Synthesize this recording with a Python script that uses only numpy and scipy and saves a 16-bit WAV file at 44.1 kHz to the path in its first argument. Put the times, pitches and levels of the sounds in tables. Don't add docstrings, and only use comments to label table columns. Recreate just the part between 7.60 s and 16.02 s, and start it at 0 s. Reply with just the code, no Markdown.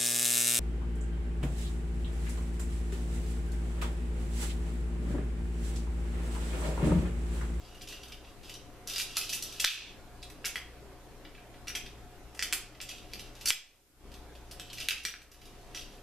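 import sys
import numpy as np
from scipy import signal
from scipy.fft import rfft, irfft, next_fast_len
from scipy.io import wavfile
from scipy.ndimage import uniform_filter1d

SR = 44100
rng = np.random.default_rng(int(sys.argv[2]) if len(sys.argv) > 2 else 0)


def inscribe(sig):
    pcm = np.round(np.clip(np.atleast_2d(sig).T, -1, 1) * 32767)
    wavfile.write(sys.argv[1], SR, pcm.astype(np.int16))


def boost_factor(decibels):
    exponent = np.asarray(decibels, float) / 20
    return 10 ** exponent


N = 371322


def evened(x):
    return x / np.sqrt(np.mean(x ** 2) + 1e-20)


def peaked(x):
    return x / np.abs(x).max(axis=-1, keepdims=True)


def read(points, hz):
    f, value = np.transpose(points)
    return np.interp(np.log(hz + 1), np.log(f + 1), value)


def add(mix, s, sound):
    part = mix[round(s * SR):][:len(sound)]
    part += sound[:len(part)]


def resonate(x, hz, width):
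    r = np.exp(-np.pi * width / SR)
    return 2 * signal.lfilter([1 - r], [1, -r * np.exp(2j * np.pi * hz / SR)], x).real


def dying(rows):
    out = np.zeros(N)
    for s, hz, db, t60 in rows:
        t = np.arange(0, 2 * t60, 1 / SR)
        onset = np.minimum(t * 4000, 1)
        add(out, s, boost_factor(db - 60 * t / t60) * np.cos(2 * np.pi * hz * t) * onset)
    return out


# frequency in Hz, level in dB per Hz.
AIR_COLOUR = [(12, -35), (20, 0.5), (54, -7), (163, -10), (261, -9), (308, -10), (520, -14), (614, -13.5),
              (724, -13.5), (787, -15.5), (1190, -18), (13500, -35), (14700, -36.5)]
# frequency in Hz, likeness from 0 to 1.
AIR_SAME = [(60, .7), (130, 0.53), (290, 0.82), (630, 0.8), (1370, 0.78), (2980, 0.23), (6510, 0.01),
            (14200, 0.03)]
# frequency in Hz, left minus right in dB.
AIR_BALANCE = [(60, 6), (110, 2.5), (200, 1), (370, -0.5), (680, -1.5), (1250, -0.5), (2300, -0.5),
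               (4220, 0), (7750, 0), (14200, -1)]


def air():
    frames, hz = N // 512 + 5, np.fft.rfftfreq(2048, 1 / SR)
    a, b, c, d, patches = rng.standard_normal((frames, 1025, 5)).T
    patches = uniform_filter1d(patches, 16, axis=0)
    patches = evened(uniform_filter1d(patches, 6, axis=1))
    same = np.clip(read(AIR_SAME, hz), -1, 1)[:, None]
    left, other = a + 1j * b, c + 1j * d
    right = same * left + np.sqrt(1 - same ** 2) * other
    lean = boost_factor(read(AIR_BALANCE, hz)[:, None] / 2)
    z = np.array([left * lean, right / lean])
    z *= boost_factor(read(AIR_COLOUR, hz)[:, None] + 1.74 * patches)
    wash = signal.istft(z, nperseg=2048, noverlap=1536)[1][:, :N]
    return boost_factor(-53.5) * evened(wash)


# frequency in Hz, steady tone in dB, halo width in Hz, halo level in dB.
HUM = [(30.1, -53.5, 6.2, -66.5), (59.1, -57, 4, -62), (118.1, -60, 6, -72), (306, -98, 26, -65.5),
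       (394.4, -89, 81, -63.5), (537, -99, 55, -68.5), (719.3, -65.5, 22.6, -69)]


def hum():
    t, noise = np.arange(N) / SR, rng.standard_normal(N)
    out = np.zeros(N)
    for hz, steady_db, width, halo_db in HUM:
        halo = resonate(resonate(noise, hz, width), hz, width)
        out += boost_factor(steady_db - 1.0) * np.sin(2 * np.pi * hz * t) + boost_factor(halo_db) * evened(halo)
    return out * boost_factor(np.array([[.9], [-.9]]))


# delay in ms, level in dB.
ECHOES = [(3.1, -6), (5.2, -10.5), (6.3, -26), (11.3, -7.5), (16.2, -51), (21.5, -9.5)]
# frequency in Hz, t60 in seconds.
ROOM_T60 = [(500, 0.3), (1500, 0.44), (3000, 0.42), (6000, 0.39), (12000, 0.2)]
# frequency in Hz, level in dB.
TAIL_COLOUR = [(700, 3.5), (1500, -7.5), (3000, -2.5), (6000, -3.5), (12000, 4.5)]
# frequency in Hz, extra level in dB.
TAIL_RIGHT = [(3000, 0.35), (8000, 1), (13000, 3.5)]


def room(x):
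    taps = np.zeros((2, SR // 2))
    grid = np.arange(200, SR // 2 - 20, 20)
    at = grid + rng.integers(0, 20, (2, (SR // 2 - 201) // 20))
    np.put_along_axis(taps, at, rng.choice([-1., 1.], at.shape), 1)
    hz, t, z = signal.stft(taps, SR, nperseg=256)
    same = read([(1500, 0.94), (2500, 0.86), (4500, 0.2), (9000, 0.17)], hz)
    same = np.clip(same, 0, 1)[:, None]
    z[1] = same * z[0] + np.sqrt(1 - same ** 2) * z[1]
    z[1] *= boost_factor(read(TAIL_RIGHT, hz))[:, None]
    decay_db = read(TAIL_COLOUR, hz)[:, None] - 60 * t / read(ROOM_T60, hz)[:, None]
    tail = signal.istft(z * boost_factor(decay_db), SR, nperseg=256)[1]
    tail *= boost_factor(3.0) / np.linalg.norm(tail[0])
    lag = -0.15
    tail[0, 4] = 1
    tail[1, :9] = boost_factor(.8) * np.sinc(np.arange(9) - 4 - lag) * np.hanning(13)[2:11]
    for k, (ms, db) in enumerate(ECHOES):
        i = round(ms * SR / 1000)
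        tail[0, i] += boost_factor(db)
        tail[1, i + (-1) ** k] += boost_factor(db)
    return signal.fftconvolve(x[None], tail, axes=1)[:, :N]


# start in seconds, drop in dB, hold in seconds, climb in seconds.
DUCKS = [
    (2.046, 13, 0.073, 0.18),
    (4.94, 1.5, 0.21, 0.24),
    (5.9044, 17.5, 0.41, 0.16),
    (7.286, 6, 0.2, .1),
    (7.461, 8.5, 0.24, 0.25),
]


def ducking_db():
    t, fall_s = np.arange(N) / SR, .003
    drops = [db * np.interp(t, [s, s + fall_s, s + hold, s + hold + climb], [0, 1, 1, 0])
             for s, db, hold, climb in DUCKS]
    return np.max(drops, axis=0)


# start in seconds, peak in dB.
PUSHES = [
    (1.5686, -40),
    (2.0469, -15),
    (4.8249, -48),
    (4.9264, -51),
    (5.9052, -28),
    (7.2866, -47),
    (7.4512, -42),
]


def pushes():
    return dying([(s, 750, db, .004) for s, db in PUSHES])


# start in seconds, length in seconds, level in dB,
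# growth over the swing in dB, ringing of the open arms in dB.
SWINGS = [(0, 0.46, -59.5, -4, 5.5), (0.278, 0.098, -51.5, -4, 5), (.4, .18, -64, -1, 6),
          (.62, 0.077, -69.5, 10.5, 7), (0.825, 0.14, -49.5, -1, -2), (1.268, 0.15, -38.5, 4.5, -5),
          (1.453, 0.11, -45.5, 0.5, -3.5), (1.554, .24, -40, -0.5, -6.5), (1.82, 0.18, -42.5, -1.5, -5),
          (2.001, .13, -38.5, -0.5, -5), (4.74, .03, -62, -14, 0), (4.88, .07, -76, 8, -3),
          (5.22, 0.098, -65.5, 11, 9.5), (5.29, .17, -49, -13, 0.5), (5.48, 0.2, -60, 5, 2),
          (5.75, 0.16, -58, 14.5, -3), (6.868, 0.39, -68, 25.5, -2), (7.361, 0.04, -53, 12, -8),
          (7.72, 0.64, -65.5, 9.5, -7), (8.148, 0.064, -45, 2.5, -3)]
# frequency in Hz, level in dB per Hz.
RATTLE_COLOUR = [(470, -32.5), (800, -12), (1330, 3), (2280, -5.5), (2640, 7.5), (5820, 4.5), (8390, -4.5),
                 (11800, -5), (14200, -16.5), (14700, -29.5)]
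# frequency in Hz, level in dB.
ARMS = [(2640, 0.5), (2830, 3), (3300, -1.5), (3750, -0.5), (4720, -1.5), (5050, -3.5), (5850, -0.5),
        (7300, -6)]


def rattle():
    rise_s, fall_s = 0.0065, 0.0067
    level, ringing = np.zeros((2, N))
    for s, length, db, growth_db, ring_db in SWINGS:
        t = np.arange(0, length + fall_s, 1 / SR)
        swing = np.clip(np.minimum(t / rise_s, t[::-1] / fall_s), 0, 1)
        swing = swing * boost_factor(db + growth_db * t / length)
        add(level, s, swing)
        add(ringing, s, swing * boost_factor(ring_db))
    sizes = boost_factor(3.4 * np.minimum(rng.exponential(1, N), 4))
    struck = rng.random(N) < 1600 / SR
    ticks = sizes * struck * rng.choice([-1, 1], N)
    size = next_fast_len(N)
    colour = boost_factor(read(RATTLE_COLOUR, np.fft.rfftfreq(size, 1 / SR)))
    plain = irfft(rfft(ticks, size) * colour, size)[:N]
    arm = np.arange(N) % len(ARMS)
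    rung = sum(boost_factor(db) * resonate(ticks * (arm == k), hz, 160) for k, (hz, db) in enumerate(ARMS))
    return boost_factor(ducking_db() - 12) * (level * evened(plain) + ringing * evened(rung))


# start in seconds, frequency in Hz, peak in dB.
PINGS = [(1.2807, 5050, -43), (1.3024, 3700, -39), (1.3351, 4820, -38), (1.3496, 4740, -41),
         (1.3605, 4910, -32), (1.383, 6980, -36), (1.3917, 4650, -36), (1.405, 3880, -38),
         (1.4069, 2700, -40), (1.4077, 5040, -39), (1.568, 7240, -32), (1.5692, 4240, -29.5),
         (1.6377, 5640, -39), (1.8249, 7440, -35), (1.9983, 3530, -31), (2.0034, 6030, -35),
         (2.0114, 2840, -35), (2.0331, 5680, -36), (2.0455, 6290, -31), (2.0745, 5940, -40),
         (2.1028, 2640, -32), (2.6289, 4070, -40), (2.8517, 4570, -41), (2.856, 6720, -33),
         (2.8662, 4650, -42), (2.8669, 3380, -39), (2.8712, 6890, -44), (2.8821, 5920, -39),
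         (4.099, 5800, -47), (4.1525, 8960, -45), (4.1687, 2500, -36), (4.792, 5040, -32),
         (4.8268, 7200, -37), (4.8326, 3100, -37), (4.8529, 5800, -44), (4.9255, 4530, -30.5),
         (4.9259, 2480, -28), (4.9465, 2670, -44), (4.9538, 4700, -46), (5.2152, 7540, -42),
         (5.2883, 4740, -41), (5.3057, 2580, -44), (5.8579, 5870, -30), (5.8819, 7400, -33),
         (5.8848, 4910, -34), (5.8862, 3620, -36), (5.8891, 2580, -38), (5.9034, 7600, -31),
         (5.9232, 5250, -35), (5.9239, 2500, -35), (5.9247, 3360, -35), (7.2039, 8870, -42),
         (7.2214, 2760, -36), (7.2961, 2500, -37), (7.3055, 5340, -36), (7.3694, 2580, -37),
         (7.4507, 2350, -29), (7.4688, 2410, -38), (7.4813, 2240, -39), (8.1654, 5860, -38)]
# start in seconds, frequency in Hz, peak in dB.
FAINT_PINGS = [(0.1487, 2840, -47), (0.2336, 2760, -47), (0.325, 2835, -43), (0.3424, 2840, -45),
               (0.498, 3190, -51), (0.535, 2840, -45), (0.8939, 7240, -54), (0.9019, 3030, -45),
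               (0.9237, 5860, -53), (0.952, 3880, -49), (0.9534, 3100, -48), (1.2741, 5030, -42),
               (1.277, 6630, -46), (1.2792, 5680, -46), (1.2843, 5770, -43), (1.2988, 8700, -46),
               (2.0346, 7410, -42), (2.6282, 7150, -55), (2.634, 8870, -54), (2.6419, 3350, -51),
               (2.6637, 4130, -53), (2.88, 7670, -51), (2.8887, 2580, -41), (2.8908, 6800, -50),
               (2.9808, 4910, -50), (2.9808, 5860, -49), (4.0751, 2760, -39), (4.1012, 6980, -51),
               (4.1716, 7580, -52), (4.956, 2070, -46), (5.2121, 2660, -44), (5.2368, 2650, -47),
               (5.2382, 8010, -57), (5.3079, 4740, -46), (5.552, 2670, -46), (5.5517, 5860, -53),
               (5.5916, 7490, -54), (5.6047, 3880, -48), (5.9312, 8440, -47), (6.9115, 5170, -53),
               (6.913, 4480, -53), (7.0046, 3080, -45), (7.0117, 2650, -46), (7.1314, 6120, -45),
               (7.3084, 7580, -43), (7.4673, 7410, -50), (8.1487, 3880, -47), (8.1618, 7410, -54),
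               (8.214, 2830, -48), (8.2191, 4650, -49)]


def pings():
    hard = [(*row, 0.024) for row in PINGS]
    faint = [(*row, 0.035) for row in FAINT_PINGS]
    return boost_factor(ducking_db()) * dying(hard + faint)


# start in seconds, frequency in Hz, peak in dB, t60 in seconds.
TONES = [(.325, 2800, -45, .06), (.94, 5780, -43, .04), (1.569, 1255, -32, 0.018), (1.825, 5820, -40, .06),
         (2.05, 3480, -14, 0.033), (2.621, 4900, -46, .015), (2.628, 3990, -39, .022),
         (2.849, 2240, -28, 0.018), (2.9572, 2040, -26, 0.012), (2.958, 3340, -36, 0.033),
         (4.082, 5790, -33, 0.032), (4.152, 3200, -29, 0.015), (4.1523, 2320, -22.5, 0.0085),
         (4.154, 5860, -29.5, .018), (4.793, 1850, -28.5, .016), (4.803, 5800, -36, .015),
         (4.826, 5600, -27, .016), (4.826, 4970, -29, .016), (4.9265, 2080, -24.5, .008),
         (4.9292, 1800, -27, .008), (4.9292, 4200, -31, .008), (5.536, 2990, -41, .02),
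         (5.872, 4550, -26.5, 0.038), (5.9047, 2380, -7.5, 0.0078), (7.1, 3200, -37, .012),
         (7.2862, 3400, -18, .01), (7.2862, 4700, -24, .008), (7.287, 1510, -29.5, .008),
         (7.307, 2680, -20, .013), (7.315, 2650, -27, .014), (7.4513, 1880, -19.5, 0.014),
         (7.452, 5800, -23, .04), (8.148, 5790, -39.5, .08)]


def arm_tones():
    return dying(TONES)


# frequency in Hz, level in dB.
SHELL = [(2050, -35), (2690, 0), (3500, -4.5), (4650, -6), (5100, 4), (5810, 6), (7200, -22), (9900, 4)]
# lower edge in Hz, upper edge in Hz.
PARTS = [(1380, 2350), (2350, 4200), (4200, 7500), (7500, 15000)]


def clack(bounces, knock_db, panel_db, edges_db, chance):
    shell_t60 = .016
    weights = boost_factor(3 * chance[:, :len(SHELL)].T)
    ring = sum(w[:, None] * boost_factor(db) * resonate(bounces, hz, 6.1 / shell_t60)
               for w, (hz, db) in zip(weights, SHELL))
    shaken = bounces + boost_factor(-3.5) * ring
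    gains = boost_factor(knock_db), -np.ones(len(bounces)), boost_factor(panel_db), -boost_factor(edges_db)
    out = 0
    for gain, band in zip(gains, PARTS):
        part = signal.lfilter(*signal.butter(N=2, Wn=band, btype="band", fs=SR), shaken)
        out = out + gain[:, None] * peaked(part)
    return out


# start in seconds, body peak in dB, then hollow knock,
# bright panel and thin edges in dB against the body.
SNAPS = [(1.2743, -43, -13, 11, 17.5), (1.382, -28.5, -10, 3, 5.5), (1.5687, -26.5, -10, 6, 7.5),
         (1.9984, -26, -12.5, -1, -5), (2.0434, -16.5, -1.5, -12, -5), (2.0469, -11, -4.5, 0.5, -2),
         (2.8439, -38.5, 8, -15, -15), (2.8483, -36, 1, 9, -1), (2.957, -30.5, 2, -5, -6),
         (4.1513, -26.5, -8, -8, -7), (4.7930, -27.5, -11, 3, -10), (4.8249, -25.5, 3, 1.5, -3),
         (4.9259, -23.5, -6, 4.5, -1), (4.9317, -30.5, 3.5, 5, 12), (5.2030, -33, -4, -9, -22),
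         (5.5348, -29.5, -25, -10, -7.5), (5.9047, -10.5, -18, -1.5, -5), (6.9973, -34, -7, -0.5, -3),
         (7.2862, -12.5, -8, -10, -4.5), (7.3080, -23.5, -12, -5, -15), (7.4513, -24.5, -29, 2.5, -1.5),
         (7.5393, -41, 8, -4, -10)]


def snaps():
    ms, bounce_ms = np.arange(2048) * 1000 / SR, 0.74
    start_s, peak_db, knock_db, panel_db, edges_db = np.transpose(SNAPS)
    shake, chance = np.moveaxis(rng.standard_normal((len(SNAPS), 2, 2048)), 1, 0)
    blows = (ms == 0) + 0.3 * shake ** 3 * np.exp(-ms / bounce_ms)
    return start_s, peak_db, clack(blows, knock_db, panel_db, edges_db, chance)


# start in seconds, body peak in dB, hollow knock in dB against
# the body, brightness in dB against the body.
CHATTER = [(.146, -54, -8, 2), (.173, -55, -13.5, -7), (.21, -43, -26, -13), (0.217, -43, -23, -1.5),
           (0.273, -42, -15, -3), (.286, -42.5, -18, 1.5), (.323, -39.5, -9, -6),
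           (0.432, -41.5, -24, -5.5), (.481, -51, -28, 1.5), (.52, -39, -14, -9),
           (0.645, -49.5, -15, -26), (0.836, -49, -25, -15), (.845, -55, -17, -5),
           (.894, -39.5, -17, -4), (0.939, -42, -28, -3), (1.297, -33, -26, -0.5), (1.307, -40, -19, -5),
           (1.335, -38, -20, 3), (1.359, -31, -8, -4), (1.385, -35, -29, 1), (1.397, -27, -8, -5),
           (1.415, -39.5, -22, 6), (1.528, -57, -13, -6),
           (1.57, -34, -0.5, 5), (1.61, -29, -21, -6), (1.644, -40, -24, -2), (1.692, -31.5, -27, -3),
              (1.699, -36, -26, 3.5), (1.726, -35, -9, 2), (1.731, -26.5, -26, -2.5),
              (1.745, -45, -13, 13.5), (1.774, -56, -8, -2), (1.823, -41, -10, 11), (1.923, -41.5, -22, 0),
              (2, -30, -6, 5.5), (2.058, -23.5, -28, -20), (2.074, -24.5, -11.5, -36),
              (2.627, -39.5, -14, -4.5), (2.699, -50, -2, 2), (2.854, -33.5, 2, 3.5),
              (2.861, -37, -12, -15), (2.966, -41.5, -23, -5), (3.649, -44.5, -2, -21),
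              (3.748, -50.5, 1, -11), (3.778, -54.5, 6, -13), (3.94, -53.5, -1, -21),
              (4.07, -41.5, 0.5, -5), (4.079, -38, -1, 0.5), (4.098, -41.5, 6, -8), (4.154, -38, 7.5, 2.5),
              (4.26, -40.5, -9, -12),
           (4.747, -54.5, 5, 8), (4.773, -56, 5, 6), (4.798, -51, 5, -4), (4.826, -43.5, -10, 12),
                  (5.148, -53, -1, -6), (5.212, -42, -1, 5.5), (5.289, -37, -10, -1),
                  (5.381, -43.5, -27, -9), (5.515, -51, -12, -6), (5.527, -47, -20, -10),
                  (5.593, -36, -15, -6), (5.751, -52.5, -9, 1.5), (5.81, -41, -14, -1),
                  (5.8556, -33, 0, 10.5), (5.873, -32, -3.5, 6), (5.884, -33, -14, 11),
                  (5.897, -30, -10.5, 4), (5.908, -31.5, 0.5, 1.5), (6.516, -50.5, -10.5, -5),
                  (6.539, -48, -17, -1), (6.751, -49.5, -16, -9),
           (6.911, -43.5, -16, 0.5), (7.0997, -39, -32, -11), (7.129, -40, -7, 0.5),
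             (7.172, -37, -17, -9), (7.182, -36.5, -9, -4.5), (7.2, -36, -16, 0.5), (7.209, -30, -16, -18),
             (7.225, -44, -13, -2), (7.257, -54, -10, -7), (7.294, -41, -7, 5), (7.315, -35.5, 1.5, -6),
             (7.434, -48, -6, 3), (7.467, -40, -16, -2), (7.483, -41.5, 2.5, 0), (7.616, -58, 5.5, 1.5),
             (7.715, -58.5, -1, 8), (7.743, -58.5, 2, 1), (7.814, -51.5, -5, -4), (7.833, -58, -11, -3),
             (7.853, -49, -19, -3), (7.874, -57, -2, -4), (8.146, -37.5, -5.5, -3.5), (8.154, -43, -22, -6),
             (8.171, -37, -24, -11), (8.379, -56, -4, -9)]


def chatter():
    ms, bounce_ms = np.arange(2048) * 1000 / SR, 2.46
    start_s, peak_db, knock_db, bright_db = np.transpose(CHATTER)
    shake, chance = np.moveaxis(rng.standard_normal((len(start_s), 2, 2048)), 1, 0)
    u = ms / bounce_ms
    bounces = shake * abs(shake) * u ** 0.85 * np.exp(-u)
    return start_s, peak_db, clack(bounces, knock_db, bright_db, bright_db, chance)


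def clacks():
    out, lift = np.zeros(N), boost_factor(ducking_db())
    for blows in (snaps(), chatter()):
        for s, db, sound in zip(*blows):
            add(out, s, boost_factor(db) * lift[round(s * SR)] * sound)
    return out


def scene():
    toy = rattle() + pings() + arm_tones() + clacks()
    return air() + hum() + pushes() + room(toy)


# start in seconds, level in dB, decay in seconds.
SETTLE = [
    (2.049, -47, 0.035),
    (5.908, -51, 0.087),
]


def settling():
    return dying([(s, 0, db, decay * np.log(1000)) for s, db, decay in SETTLE])


def band_limit(x):
    return signal.sosfilt(signal.butter(12, 14830, fs=SR, output="sos"), x)


def record(dry):
    hiss = boost_factor(-68) * rng.standard_normal(dry.shape)
    gained = dry / boost_factor(ducking_db()) + hiss + settling()
    band_edge = signal.firwin(255, 14300, window=("kaiser", 5), fs=SR)
    mix = signal.oaconvolve(gained, band_edge[None], "same")
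    return band_limit(mix)


dry = scene()
out = record(dry)
inscribe(out)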